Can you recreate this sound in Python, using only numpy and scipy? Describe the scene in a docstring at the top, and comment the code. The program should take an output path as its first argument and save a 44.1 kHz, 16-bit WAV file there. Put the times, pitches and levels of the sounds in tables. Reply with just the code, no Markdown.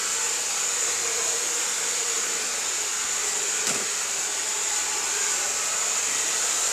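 """A robot vacuum cleaner rolls over a wooden hallway floor, heard by one microphone whose port peaks near 7 kHz.
From the start: shaped noise for rushing air, a narrow noise band drifting from 455 Hz for the humming shell,
and sine orders of a motor shaft and a fan that fade in and out. Brief swells of narrow noise join from 0.6 s.
At 3.67 s it bumps a door frame: four contacts in 0.13 s click, rattle the frame and boom in the floorboards.
The air, hum and orders run on to the end at 6.72 s, with more swells on the way and the hiss strongest at the end."""
import sys
import numpy as np
from scipy import signal
from scipy.fft import rfft, irfft, next_fast_len
from scipy.io import wavfile
from scipy.ndimage import uniform_filter1d, map_coordinates

SR = 44100
rng = np.random.default_rng(int(sys.argv[2]) if len(sys.argv) > 2 else 0)


def unload_audio(sound):
    """Save the sound as a 16-bit wav file, at the path given as the first command line argument."""
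    columns = np.transpose(np.atleast_2d(sound))
    # keep every value between -1 and 1, then stretch to whole-number steps
    steps = np.round(np.clip(columns, -1, 1) * 32767)
    wavfile.write(sys.argv[1], SR, steps.astype(np.int16))


N = 296352
T = np.arange(N) / SR  # time_s

# hiss of the air before flutter: time_s, level_db
HISS_LEVEL = [(0.0, -27), (0.8, -27), (1.1, -27.5), (2.08, -27), (2.5, -28.5), (3.6, -28), (3.82, -29),
              (4.53, -28.5), (5.39, -26.5), (5.76, -27.5), (6.72, -24.5)]
# hiss colour, relative: freq_hz, density_db (per Hz)
HISS_SPECTRUM = [(2650, -25), (4500, -19), (6000, -9), (6800, 0), (7050, 1), (7910, -5), (9440, -18),
                 (12500, -25), (14300, -29), (15000, -33)]
# roar colour, relative: freq_hz, density_db (per Hz)
ROAR_SPECTRUM = [(25, -26), (60, -13.5), (110, -18), (160, -14.5), (260, -12), (350, -6), (650, -4.5),
                 (1300, -0.5), (1750, -3), (2500, 0), (3300, -4), (4600, -3.5), (6000, -4.5)]
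# shell hum before waver: time_s, centre_hz, level_db
SHELL_HUM = [(0.0, 455, -47), (0.4, 460, -48.5), (0.8, 467, -44), (1.14, 465.5, -40), (1.76, 476, -45),
             (2.36, 453.8, -45), (3.0, 425.3, -49.5), (3.65, 418, -39.5), (4.1, 420, -52), (5.3, 424, -44),
             (5.65, 435.5, -51), (6.2, 450, -42), (6.45, 460, -50), (6.72, 473.4, -46)]
# narrow bands that swell and fade: peak_s, sigma_s, centre_hz, peak_level_db
SWELLS = [(0.61, 0.072, 1330, -43), (4.62, 0.37, 877, -45), (4.77, 0.23, 835, -44),
          (5.232, 0.069, 1595, -39), (5.348, .2, 1490, -43.5), (5.478, 0.06, 571, -44),
          (5.66, 0.2, 1296, -43), (6.274, 0.11, 1933, -41)]
# motor orders before fading: multiple_of_shaft, rms_db
SHAFT_ORDERS = [(3, -68.5), (4, -65), (15, -58.5), (24, -57.5), (25, -52), (33, -55.5), (36, -71),
                (42, -58)]
# fan orders before fading: multiple_of_fan, rms_db
FAN_ORDERS = [(3, -59.5), (5, -56.5), (7, -52.5), (8, -54), (10, -54.5), (11, -59.5)]
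# contacts with the door frame, drive levels: start_s, click_db, knock_db
CONTACTS = [(3.669, -20, -30.5), (3.692, -29, -30.5), (3.745, -28, -32), (3.799, -36, -35)]
# click colour, relative: freq_hz, density_db (per Hz)
CLICK_SPECTRUM = [(1000, -27), (2500, -10), (5000, -4.5), (7200, 3), (9500, -8), (12000, -19.5),
                  (15000, -30)]
# door frame modes, relative: centre_hz, width_hz, gain_db
FRAME_MODES = [(130, 40, 1.5), (226, 71, 0.5), (412, 130, 0.5), (700, 290, -6.5), (1320, 190, -4),
               (2610, 490, -7.5)]
# floorboard modes: centre_hz, width_hz, gain_db
BOARD_MODES = [(125, 40, 3), (170, 40, 0), (228, 35, -3)]

SHAFT_HZ, FAN_HZ = 59.2, 165.8  # mean rotation rates
ROAR_MEAN_DB, ROAR_FOLLOWS = -32.5, 0.46  # second: share of the hiss level swings, in dB
HUM_WAVER_DB = 1.5
SWELL_WIDTH = 0.028  # share of centre_hz
RATTLE_T60_S = 0.2
BOOM_OVER_KNOCK_DB, FRAME_GAIN_DB = 29.5, 19
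TOP_HZ = 15050


def amp(db):
    """Amplitude gain of a level in dB."""
    return 10 ** (np.asarray(db) / 20)


def unit(x):
    """x scaled to rms 1."""
    return x / np.sqrt(np.mean(np.abs(x) ** 2) + 1e-20)


def curves(rows):
    """Each column after time_s, interpolated to one value per sample."""
    time_s, *columns = np.transpose(rows)
    return [np.interp(T, time_s, column) for column in columns]


def wobble(knots_per_s):
    """Smooth random curve through Gaussian knots."""
    knots = rng.standard_normal(int(N * knots_per_s / SR) + 4)
    return map_coordinates(knots, [T * knots_per_s])


def filtered(x, response):
    """x through a frequency response, by zero-padded FFT."""
    size = next_fast_len(N + 8192)
    freq_hz = np.fft.rfftfreq(size, 1 / SR)
    return irfft(rfft(x, size) * response(freq_hz), size)[..., :N]


def patches(shape, bins, frames):
    """Random field of rms 1, smoothed over bins and frames."""
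    field = uniform_filter1d(rng.standard_normal(shape), size=bins, axis=0)
    return unit(uniform_filter1d(field, size=frames, axis=1))


def rush(spectrum, broad_db, fine_db):
    """Coloured noise of rms 1; broad and fine random patches stand for wall reflections adding or cancelling."""
    stft = signal.stft(rng.standard_normal(N), nperseg=2048, noverlap=1536)[2]
    broad = broad_db * patches(stft.shape, 16, 16)
    fine = fine_db * patches(stft.shape, 3, 24)
    noise = signal.istft(stft * amp(broad + fine), nperseg=2048, noverlap=1536)[1][:N]
    freq_hz, density_db = np.transpose(spectrum)

    def colour(hz):
        gain_db = np.interp(np.log(hz + 1), np.log(freq_hz), density_db, right=-120)
        return (hz > freq_hz[0] / 2) * amp(gain_db)

    return unit(filtered(noise, colour))


def band(centre_hz, width_hz):
    """Narrow noise of rms 1: two slow noises modulate carriers in quadrature at a fixed or moving centre."""
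    slow = filtered(rng.standard_normal((2, N)), lambda f: 1 / (1 + (2 * f / width_hz) ** 2))
    phase = 2 * np.pi * np.cumsum(centre_hz + 0 * T) / SR
    return unit(slow[0] * np.cos(phase) + slow[1] * np.sin(phase))


def resonances(modes):
    """Causal response of parallel second-order modes with alternating signs."""
    def response(f):
        total = 0
        for k, (centre_hz, width_hz, gain_db) in enumerate(modes):
            damping = 1j * f * width_hz
            total = total + (-1) ** k * amp(gain_db) * damping / (centre_hz**2 - f * f + damping)
        return total

    return response


def air():
    """Turbulent hiss and broad roar share a flutter; the hiss throbs faintly at the fan rate."""
    hiss_db, = curves(HISS_LEVEL)
    roar_db = ROAR_MEAN_DB + ROAR_FOLLOWS * (hiss_db - hiss_db.mean())
    flutter = wobble(12)
    throb = 1 + 0.039 * np.sin(2 * np.pi * FAN_HZ * T + 2 * wobble(2.4))
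    hiss_gain = amp(hiss_db + 0.3 * flutter + 0.45 * wobble(40)) * throb
    hiss = hiss_gain * rush(HISS_SPECTRUM, broad_db=1.04, fine_db=1.5)
    roar = amp(roar_db + 0.27 * flutter) * rush(ROAR_SPECTRUM, broad_db=0.82, fine_db=2.1)
    return hiss + roar


def shell():
    """The hollow shell hums in a wavering band that drifts as the machine turns; other bands swell briefly."""
    centre_hz, level_db = curves(SHELL_HUM)
    out = amp(level_db + HUM_WAVER_DB * wobble(6)) * band(centre_hz, width_hz=52)
    for peak_s, sigma_s, swell_hz, peak_db in SWELLS:
        envelope = np.exp(-0.5 * ((T - peak_s) / sigma_s) ** 2)
        out += amp(peak_db) * envelope * band(swell_hz, SWELL_WIDTH * swell_hz)
    return out


def motor(rate_hz, orders, drift, fade_db):
    """Multiples of an unsteady rotation; each fades and slips in phase as the machine moves between the walls."""
    turn = 2 * np.pi * np.cumsum(rate_hz * (1 + drift * wobble(4))) / SR
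    out = np.zeros(N)
    for multiple, rms_db in orders:
        gain = np.sqrt(2) * amp(rms_db + fade_db * wobble(5))
        out += gain * np.sin(round(multiple) * turn + 2 * wobble(8))
    return out


def bump():
    """Bumper meets door frame and rebounds: contacts click, shake the frame modes and strike the board modes."""
    shake, click, blows = np.zeros((3, N))
    for start_s, click_db, knock_db in CONTACTS:
        t = np.maximum(T - start_s, 0)
        shake += amp(knock_db - 60 * t / RATTLE_T60_S) * (1 - np.exp(-t / 0.0038))
        tick = amp(-60 * t / 0.014)
        hallway_tail = 0.71 * amp(-60 * t / 0.21)
        click += amp(click_db) * (1 - np.exp(-t / 0.00033)) * (tick + hallway_tail)
        blows[round(start_s * SR)] = amp(knock_db + BOOM_OVER_KNOCK_DB)

    def low_cut(f):
        return (1j * f / (90 + 1j * f)) ** 4

    frame, boards = resonances(FRAME_MODES), resonances(BOARD_MODES)
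    rattle = filtered(shake * rng.standard_normal(N), lambda f: amp(FRAME_GAIN_DB) * frame(f) * low_cut(f))
    boom = filtered(blows, lambda f: boards(f) * low_cut(f))
    return rattle + boom + click * rush(CLICK_SPECTRUM, broad_db=1.0, fine_db=-3.0)


def scene():
    """Sum of the sources, the same in both channels."""
    shaft = motor(SHAFT_HZ, SHAFT_ORDERS, drift=0.00193, fade_db=4.5)
    fan = motor(FAN_HZ, FAN_ORDERS, drift=0.00795, fade_db=3.5)
    mono = air() + shell() + shaft + fan + bump()
    return np.array([mono, mono])


def record(dry):
    """Band limit: nothing passes from TOP_HZ up."""
    return filtered(dry, lambda hz: hz < TOP_HZ)


dry = scene()
out = record(dry)
unload_audio(out)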